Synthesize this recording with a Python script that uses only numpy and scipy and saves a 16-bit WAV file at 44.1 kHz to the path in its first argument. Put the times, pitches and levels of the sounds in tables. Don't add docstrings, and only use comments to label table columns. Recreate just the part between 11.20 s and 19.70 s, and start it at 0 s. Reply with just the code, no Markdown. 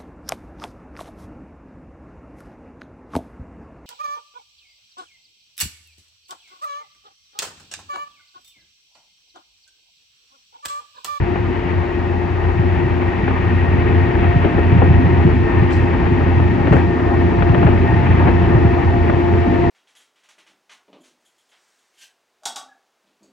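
import sys
import numpy as np
from scipy import signal
from scipy.fft import rfft, irfft
from scipy.io import wavfile
from scipy.ndimage import uniform_filter1d, minimum_filter1d

SR = 44100
rng = np.random.default_rng(int(sys.argv[2]) if len(sys.argv) > 2 else 0)


def transcribe(u):
    v = np.clip(np.atleast_2d(u).T, -1, 1)
    q = np.round(v * 32767).astype(np.int16)
    wavfile.write(sys.argv[1], SR, q)


N = 374850
T = np.arange(N) / SR
HZ = np.maximum(np.fft.rfftfreq(N, 1 / SR), 1)
LEFT_RIGHT = np.array([[1], [-1]])


def from_db(db):
    return 10 ** (np.asarray(db) / 20)


def in_time(rows):
    s, *columns = np.transpose(rows)
    return [np.interp(T, s, c) for c in columns]


def over_hz(points):
    hz, *columns = np.transpose(points)
    return np.squeeze([np.interp(np.log(HZ), np.log(hz), c) for c in columns])


def drift(rate_hz):
    step = 100
    warm_up = 1000
    r = np.exp(-2 * np.pi * rate_hz * step / SR)
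    noise = rng.standard_normal(N // step + 2 + warm_up)
    slow = signal.lfilter([1], [1, -2 * r, r * r], noise)[warm_up:]
    return np.interp(np.arange(N) / step, np.arange(len(slow)), slow / slow.std())


def flutter(rate_hz, depth_db):
    return from_db(depth_db * drift(rate_hz))


def pan(side_db):
    return from_db(0.5 * LEFT_RIGHT * side_db)


def band(low_hz, high_hz):
    return 1 / np.sqrt((1 + (low_hz / HZ) ** 10) * (1 + (HZ / high_hz) ** 10))


def coloured(field, gain):
    x = irfft(field * gain, N)
    return x / x.mean(0).std()


def dying(blows, decay_s):
    return signal.lfilter([1], [1, -np.exp(-1 / (decay_s * SR))], blows)


def burst(s, rise_s, decay_s):
    age = np.maximum(T - s, 0)
    return np.minimum(age / rise_s, 1) * np.exp(-np.maximum(age - rise_s, 0) / decay_s)


def swells(rows):
    return sum(from_db(db) * burst(s, rise_s, decay_s) for s, db, rise_s, decay_s in rows)


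# (frequency [Hz], likeness [0-1], left lead [rad], left-right [dB])
EAR_DIFFERENCES = [(30, .88, .55, 0), (85, .92, .7, .6), (440, .84, .75, 1.2), (650, .55, 1.0, 2.8),
                   (880, .25, .2, 7), (1080, .1, 1.3, 1), (1500, .25, 1.2, 0), (1950, .55, .3, 4),
                   (2800, .74, .6, 7.6), (4200, .37, .35, 2.5), (7000, .45, -.3, 0)]


def cabin_field():
    alike, lead_rad, side_db = over_hz(EAR_DIFFERENCES)
    mid, side = rfft(rng.standard_normal((2, N)))
    gains = pan(side_db)
    ears = np.sqrt(1 + alike) * mid + np.sqrt(1 - alike) * side * LEFT_RIGHT
    field = ears * gains * np.exp(.5j * lead_rad * LEFT_RIGHT)
    return field / np.sqrt((gains ** 2).sum(0) + 2 * alike * np.cos(lead_rad))


def to_ears(x):
    _, lead_rad, side_db = over_hz(EAR_DIFFERENCES)
    return irfft(rfft(x) * pan(side_db) * np.exp(.5j * lead_rad * LEFT_RIGHT), N)


# (time [s], relative level [dB])
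TRACK_ROUGHNESS = [(0, -4.5), (1.1, -6), (1.6, -2.5), (2.35, 0), (3.1, 2.5), (3.75, 3.5), (4.15, 1.5),
                   (5.4, 1.1), (5.95, 0.5), (6.45, 3), (7.05, 4), (8.0, -1), (8.5, 0.9)]


def on_track(db, share, db_per_s):
    rough_db, = in_time(TRACK_ROUGHNESS)
    return from_db(db + share * rough_db + db_per_s * T)


# (low [Hz], high [Hz], level [dB],
# share of roughness swing [ratio], trend [dB/s], flutter rate [Hz], flutter depth [dB])
ROLLING_BANDS = [(10, 72, -28.5, 0.71, 0.15, 2, -1), (90, 152.5, -24.5, 1.4, -0.21, 6.7, 2.2),
                 (187, 438, -27, .6, 0.4847, 7.9, 1.5), (524, 1574, -31, 0.23, 0.2454, 17, 1.66)]
# (time [s], level [dB])
RAIL_SINGING = [(0, -38.5), (0.5, -38.5), (1.28, -40.5), (1.7, -36.5), (3.0, -34.5), (4.2, -35),
                (5.9, -38.5), (7.0, -34), (7.4, -37), (8.5, -38)]
# (frequency [Hz], spectral level [dB])
CABIN_COLOUR = [(18, -31.5), (30, -22.5), (52, 7), (105, 2), (210, -4.5), (370, -8), (490, -19.5),
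                (1000, -25), (1400, -30.5), (2300, -29.5), (3400, -40), (5000, -52), (7600, -62),
                (9000, -77.5), (14000, -74)]
# (frequency [Hz], width [Hz], lift [dB])
RESONANCES = [(115, 17, 5), (179, 12, 7), (253.9, 20, 9), (324, 36, 5), (377, 9.1, 9), (436.8, 17, 7.5),
              (807.5, 40, 8), (924, 44, 7.5), (1068, 20, 3), (1217, 22, 6), (1862, 220, 5.5),
              (2604, 110, 4.5)]
RUSH_DB, RUSH_DB_PER_S = -55.5, 0.39


def rolling():
    field = cabin_field()
    lift_db = sum(db / (1 + (2 * (HZ - hz) / width_hz) ** 2) for hz, width_hz, db in RESONANCES)
    colour = from_db(over_hz(CABIN_COLOUR) + lift_db)
    shaken = 0
    for low_hz, high_hz, db, share, db_per_s, rate_hz, depth_db in ROLLING_BANDS:
        level = on_track(db, share, db_per_s) * flutter(rate_hz, depth_db)
        shaken = shaken + level * coloured(field, colour * band(low_hz, high_hz))
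    sing_db, = in_time(RAIL_SINGING)
    sing_level = from_db(sing_db) * flutter(rate_hz=20, depth_db=1.23)
    rails = sing_level * coloured(field, colour * band(1660, 3020))
    rush = from_db(RUSH_DB + RUSH_DB_PER_S * T) * coloured(field, colour * band(4050, 18000))
    return shaken + rails + rush


def partial(turns, unsteady, side_db, lead_rad, shake_hz):
    wander = drift(shake_hz) + 1j * drift(shake_hz)
    sway = np.sqrt(2 * (1 - unsteady ** 2)) + unsteady * wander
    phase = 2 * np.pi * turns + np.angle(sway) + 0.5 * LEFT_RIGHT * lead_rad
    return pan(side_db) * np.abs(sway) * np.cos(phase)


# (time [s], motor fundamental [Hz], gear mesh [Hz])
DRIVE_PITCH = [(0, 88.1, 938), (3.3, 87.5, 928), (5.4, 87.15, 926), (8.5, 86.62, 908)]
# (time [s], level [dB])
DRONE_LEVEL = [(0, -21), (1.1, -22), (1.5, -19), (2.2, -19), (2.8, -17), (3.35, -19), (3.6, -14.5),
               (4.3, -17), (5.1, -19), (5.55, -16.5), (5.9, -19.5), (6.6, -15), (7.4, -18), (8.0, -20),
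               (8.5, -19.5)]
# (time [s], left-right [dB])
DRONE_POSITION = [(0.0, 6), (4.64, -1), (6.96, -0.5), (8.5, -2.5)]
# (time [s], level [dB])
HUM_LEVEL = [(0, -26), (1.1, -27.5), (1.55, -25), (2.2, -29.5), (2.75, -23), (3.3, -27.5), (4.3, -24.5),
             (5.6, -26), (6.3, -23), (6.75, -28.5), (7.3, -24), (8.0, -23), (8.5, -22.5)]
# (time [s], level [dB])
WHINE_LEVEL = [(0, -40), (2.55, -41), (3.05, -29.5), (3.7, -31.5), (4.2, -39.5), (5.0, -38), (5.7, -32.5),
               (6.5, -28.5), (7.55, -31), (8.5, -26)]
# (multiple [ratio], level [dB], unsteadiness [0-1], left-right [dB])
WEAK_PARTIALS = [(2, -51.5, 0, -1), (10, -44, 0.9, 14.5), (12, -50, 0, 9.5)]
# (time [s], level [dB])
MESH_OCTAVE_LEVEL = [(0, -43.5), (2, -40), (4.5, -39.5), (8.5, -42)]
MESH_DB, MESH_WAVER_HZ = -44.5, 16
LOAD_SHARE = 0.3


def drive():
    turns, teeth = np.cumsum(in_time(DRIVE_PITCH), axis=1) / SR
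    drone_db, = in_time(DRONE_LEVEL)
    drone_side_db, = in_time(DRONE_POSITION)
    hum_db, = in_time(HUM_LEVEL)
    whine_db, = in_time(WHINE_LEVEL)
    mesh_octave_db, = in_time(MESH_OCTAVE_LEVEL)
    drone = from_db(drone_db) * partial(turns, 0.59, drone_side_db, lead_rad=0.94, shake_hz=7)
    hum = from_db(hum_db) * partial(4 * turns, 0.3, side_db=7.5, lead_rad=0.88, shake_hz=11)
    whine = from_db(whine_db) * partial(8 * turns, 0.46, side_db=2, lead_rad=1.4, shake_hz=13)
    weak = sum(from_db(db) * partial(k * turns, unsteady, side_db, lead_rad=0.99, shake_hz=23)
               for k, db, unsteady, side_db in WEAK_PARTIALS)
    mesh = from_db(MESH_DB) * partial(teeth, 0.85, side_db=7.5, lead_rad=0.1, shake_hz=15)
    waver = np.cumsum(MESH_WAVER_HZ * drift(rate_hz=6)) / SR
    octave_level = from_db(mesh_octave_db) * flutter(rate_hz=4, depth_db=2.2)
    octave_tone = partial(2 * teeth + waver, 0.91, side_db=4, lead_rad=0.25, shake_hz=22.1)
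    load = on_track(db=0, share=LOAD_SHARE, db_per_s=0)
    return drone + hum + whine + load * (weak + mesh + octave_level * octave_tone)


# (time [s], strength [dB])
TRACK_BUMPS = [(.012, -10), (1.39, -9), (2.027, -15), (3.157, -2), (3.52, -8), (3.561, -7), (3.703, -2),
               (3.859, -8), (4.05, -4), (4.419, -7), (4.911, -7), (5.51, 0), (5.55, -6), (6.295, -5),
               (6.448, 2.5), (6.578, -8), (7.049, -8), (7.349, -4.5), (7.447, -2)]
# (frequency [Hz], relative level [dB], t60 [s])
FLOOR_MODES = [(60.4, -10, 0.086), (82, -4.5, .18), (113.5, 2, 0.14), (168.7, 1.5, 0.091)]
BUMP_TRIM_DB, BUMP_SPREAD_DB = -3.0, 1.5


def bumps():
    out = np.zeros(N)
    at = [round(s * SR) for s, _ in TRACK_BUMPS]
    spread_db = rng.normal(0, BUMP_SPREAD_DB, (len(TRACK_BUMPS), len(FLOOR_MODES)))
    strengths_db = np.array(TRACK_BUMPS)[:, 1:] + spread_db
    for k, (hz, db, t60_s) in enumerate(FLOOR_MODES):
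        pushes = np.full(N, 1e-18)
        pushes[at] = from_db(strengths_db[:, k] + db + BUMP_TRIM_DB) * (-1) ** k
        r, w = from_db(-60 / (t60_s * SR)), 2 * np.pi * hz / SR
        out += signal.lfilter([0, np.sin(w)], [1, -2 * r * np.cos(w), r * r], pushes)
    return to_ears(out)


# (time [s], level [dB], rise [s], decay [s])
FLANGE_SCUFFS = [(.33, -36, 0.03, 0.1), (3.21, -35, .02, 0.03), (5.515, -31.5, .01, .05),
                 (6.9, -32.5, 0.06, .07)]
# (frequency [Hz], spectral level [dB])
SCUFF_COLOUR = [(500, -9), (900, 3), (1400, -0.5), (1900, 4), (2700, -3.5), (3600, -11.5)]
# (time [s], level [dB], rise [s], decay [s])
WHEEL_RINGS = [(6.62, -27, 0.071, 0.31), (7.96, -30, 0.045, 0.078)]
RING_HZ, RING_WIDTH_HZ = 875, 22
GRITS_PER_S, GRIT_DB, GRIT_SPREAD_DB, GRIT_DECAY_S = 41, -44.5, 2.5, 0.013


def wheel_contact():
    field = cabin_field()
    hit = rng.random(N) < GRITS_PER_S * on_track(db=0, share=.6, db_per_s=0) / SR
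    sizes = from_db(GRIT_DB + GRIT_SPREAD_DB * np.minimum(rng.exponential(1, N), 3))
    grain = dying(hit * sizes, GRIT_DECAY_S)
    scuffing = swells(FLANGE_SCUFFS) * flutter(rate_hz=60, depth_db=4.5)
    rubbing = (grain + scuffing) * coloured(field, from_db(over_hz(SCUFF_COLOUR)))
    through_floor = signal.butter(6, 3300, fs=SR, output="sos")
    scrape = signal.sosfilt(through_floor, rubbing)
    wheel_mode = 1 / (1 + (2 * (HZ - RING_HZ) / RING_WIDTH_HZ) ** 2)
    return pan(2.0) * scrape + swells(WHEEL_RINGS) * coloured(field, wheel_mode)


# (time [s], onset level [dB], relative thud [dB], relative click [dB], rattle time [s])
FITTING_KNOCKS = [(.158, -22, -12, 20, 0), (2.078, -16, -2, 14, 0), (2.953, -21.5, -6, 17, 0),
                  (3.043, -21.5, 1, 12, 0), (3.245, -24, 13, 6, .008), (3.382, -24, 5, 19, .008),
                  (3.619, -11, 2, 11, .008), (5.201, -22, 5, 20, 0), (5.472, -23.5, 7, 18, .006),
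                  (5.525, -17, 4, 16, .006), (5.537, -22.5, 11, 9, 0), (5.553, -23.5, 10, 8, 0),
                  (5.566, -22, 8, 13, 0), (6.223, -20, -8, 26, .006), (6.346, -19.5, -1, 23.5, .006),
                  (6.427, -20, 3, 15, .006), (6.463, -21, 1, 10, .028), (7.07, -17, 2, 14, .016),
                  (7.898, -17.5, -14, 21, 0)]
REBOUND_S, REBOUND_LOSS_DB = 0.0055, 3.5


def contacts():
    rows = []
    for s, db, thud_db, click_db, rattle_s in FITTING_KNOCKS:
        gaps_s = REBOUND_S * rng.uniform(.6, 1.2, size=12)
        ages_s = np.cumsum(gaps_s) - gaps_s[0]
        count = 1 + int(round(rattle_s / REBOUND_S))
        for k, age_s in enumerate(ages_s[:count]):
            rows.append((s + age_s, db - REBOUND_LOSS_DB * k, thud_db, click_db))
    return rows


def evened(x):
    return x / np.sqrt(uniform_filter1d(x.mean(0) ** 2, size=220) + 1e-9)


# (frequency [Hz], spectral level [dB])
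KNOCK_COLOUR = [(250, -13), (450, 2.5), (800, 8), (1150, -2), (1600, 1.5), (2300, -9), (3300, -17),
                (4500, -38.5), (9000, -70)]
# (frequency [Hz], spectral level [dB])
THUD_COLOUR = [(90, -5), (180, -7), (270, 5), (400, -3.5), (600, -15.5), (1500, -59.5)]


def knocks(decay_s=0.0045, thud_decay_s=0.012, tail_db=-24, tail_decay_s=0.048):
    field = cabin_field()
    s, db, thud_db, click_db = np.transpose(contacts())
    blows, weight, edge = np.full((3, N), 1e-18)
    at = np.round(s * SR).astype(int)
    blows[at], weight[at], edge[at] = from_db([db, db + thud_db, db + click_db])
    click = signal.sosfilt(signal.butter(2, [700, 2400], "band", fs=SR, output="sos"), edge)
    crack_level = dying(blows, decay_s) + from_db(tail_db) * dying(blows, tail_decay_s)
    crack = crack_level * evened(coloured(field, from_db(over_hz(KNOCK_COLOUR))))
    thud = dying(weight, thud_decay_s) * coloured(field, from_db(over_hz(THUD_COLOUR)))
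    lining = signal.butter(6, 3300, fs=SR, output="sos")
    return pan(4.4) * signal.sosfilt(lining, to_ears(click) + crack + thud)


# (time [s], level [dB], rise [s], decay [s])
HISSES = [(4.498, -46.5, 0.036, 0.053), (5.512, -49, 0.019, 0.05)]
# (frequency [Hz], spectral level [dB])
AIR_COLOUR = [(2000, -24), (4000, 10), (5200, 6), (7800, 0.5), (10000, -13), (15000, -20.5)]


def air_puffs():
    level = swells(HISSES) * flutter(rate_hz=100, depth_db=2.5)
    return level * coloured(cabin_field(), from_db(over_hz(AIR_COLOUR)))


TICK_S, TICK_IMPULSE_DB = 6.455, -23


def tick():
    snap = np.full(N, 1e-18)
    snap[round(TICK_S * SR)] = from_db(TICK_IMPULSE_DB)
    return signal.sosfilt(signal.butter(2, [5800, 8200], "band", fs=SR, output="sos"), snap)


def scene():
    return rolling() + drive() + bumps() + wheel_contact() + knocks() + air_puffs() + tick()


CUTOFF_HZ = 15100


def record(dry):
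    allowed = np.minimum(1, .93 / np.maximum(np.abs(dry).max(0), 1e-6))
    gain = minimum_filter1d(allowed, size=241)
    gain = uniform_filter1d(uniform_filter1d(gain, size=121), size=121)
    ease = np.minimum(1, np.minimum(T, T[-1] - T) / .002)
    low_pass = signal.cheby2(12, 70, CUTOFF_HZ, fs=SR, output="sos")
    return signal.sosfilt(low_pass, dry * gain * ease)


dry = scene()
out = record(dry)
transcribe(out)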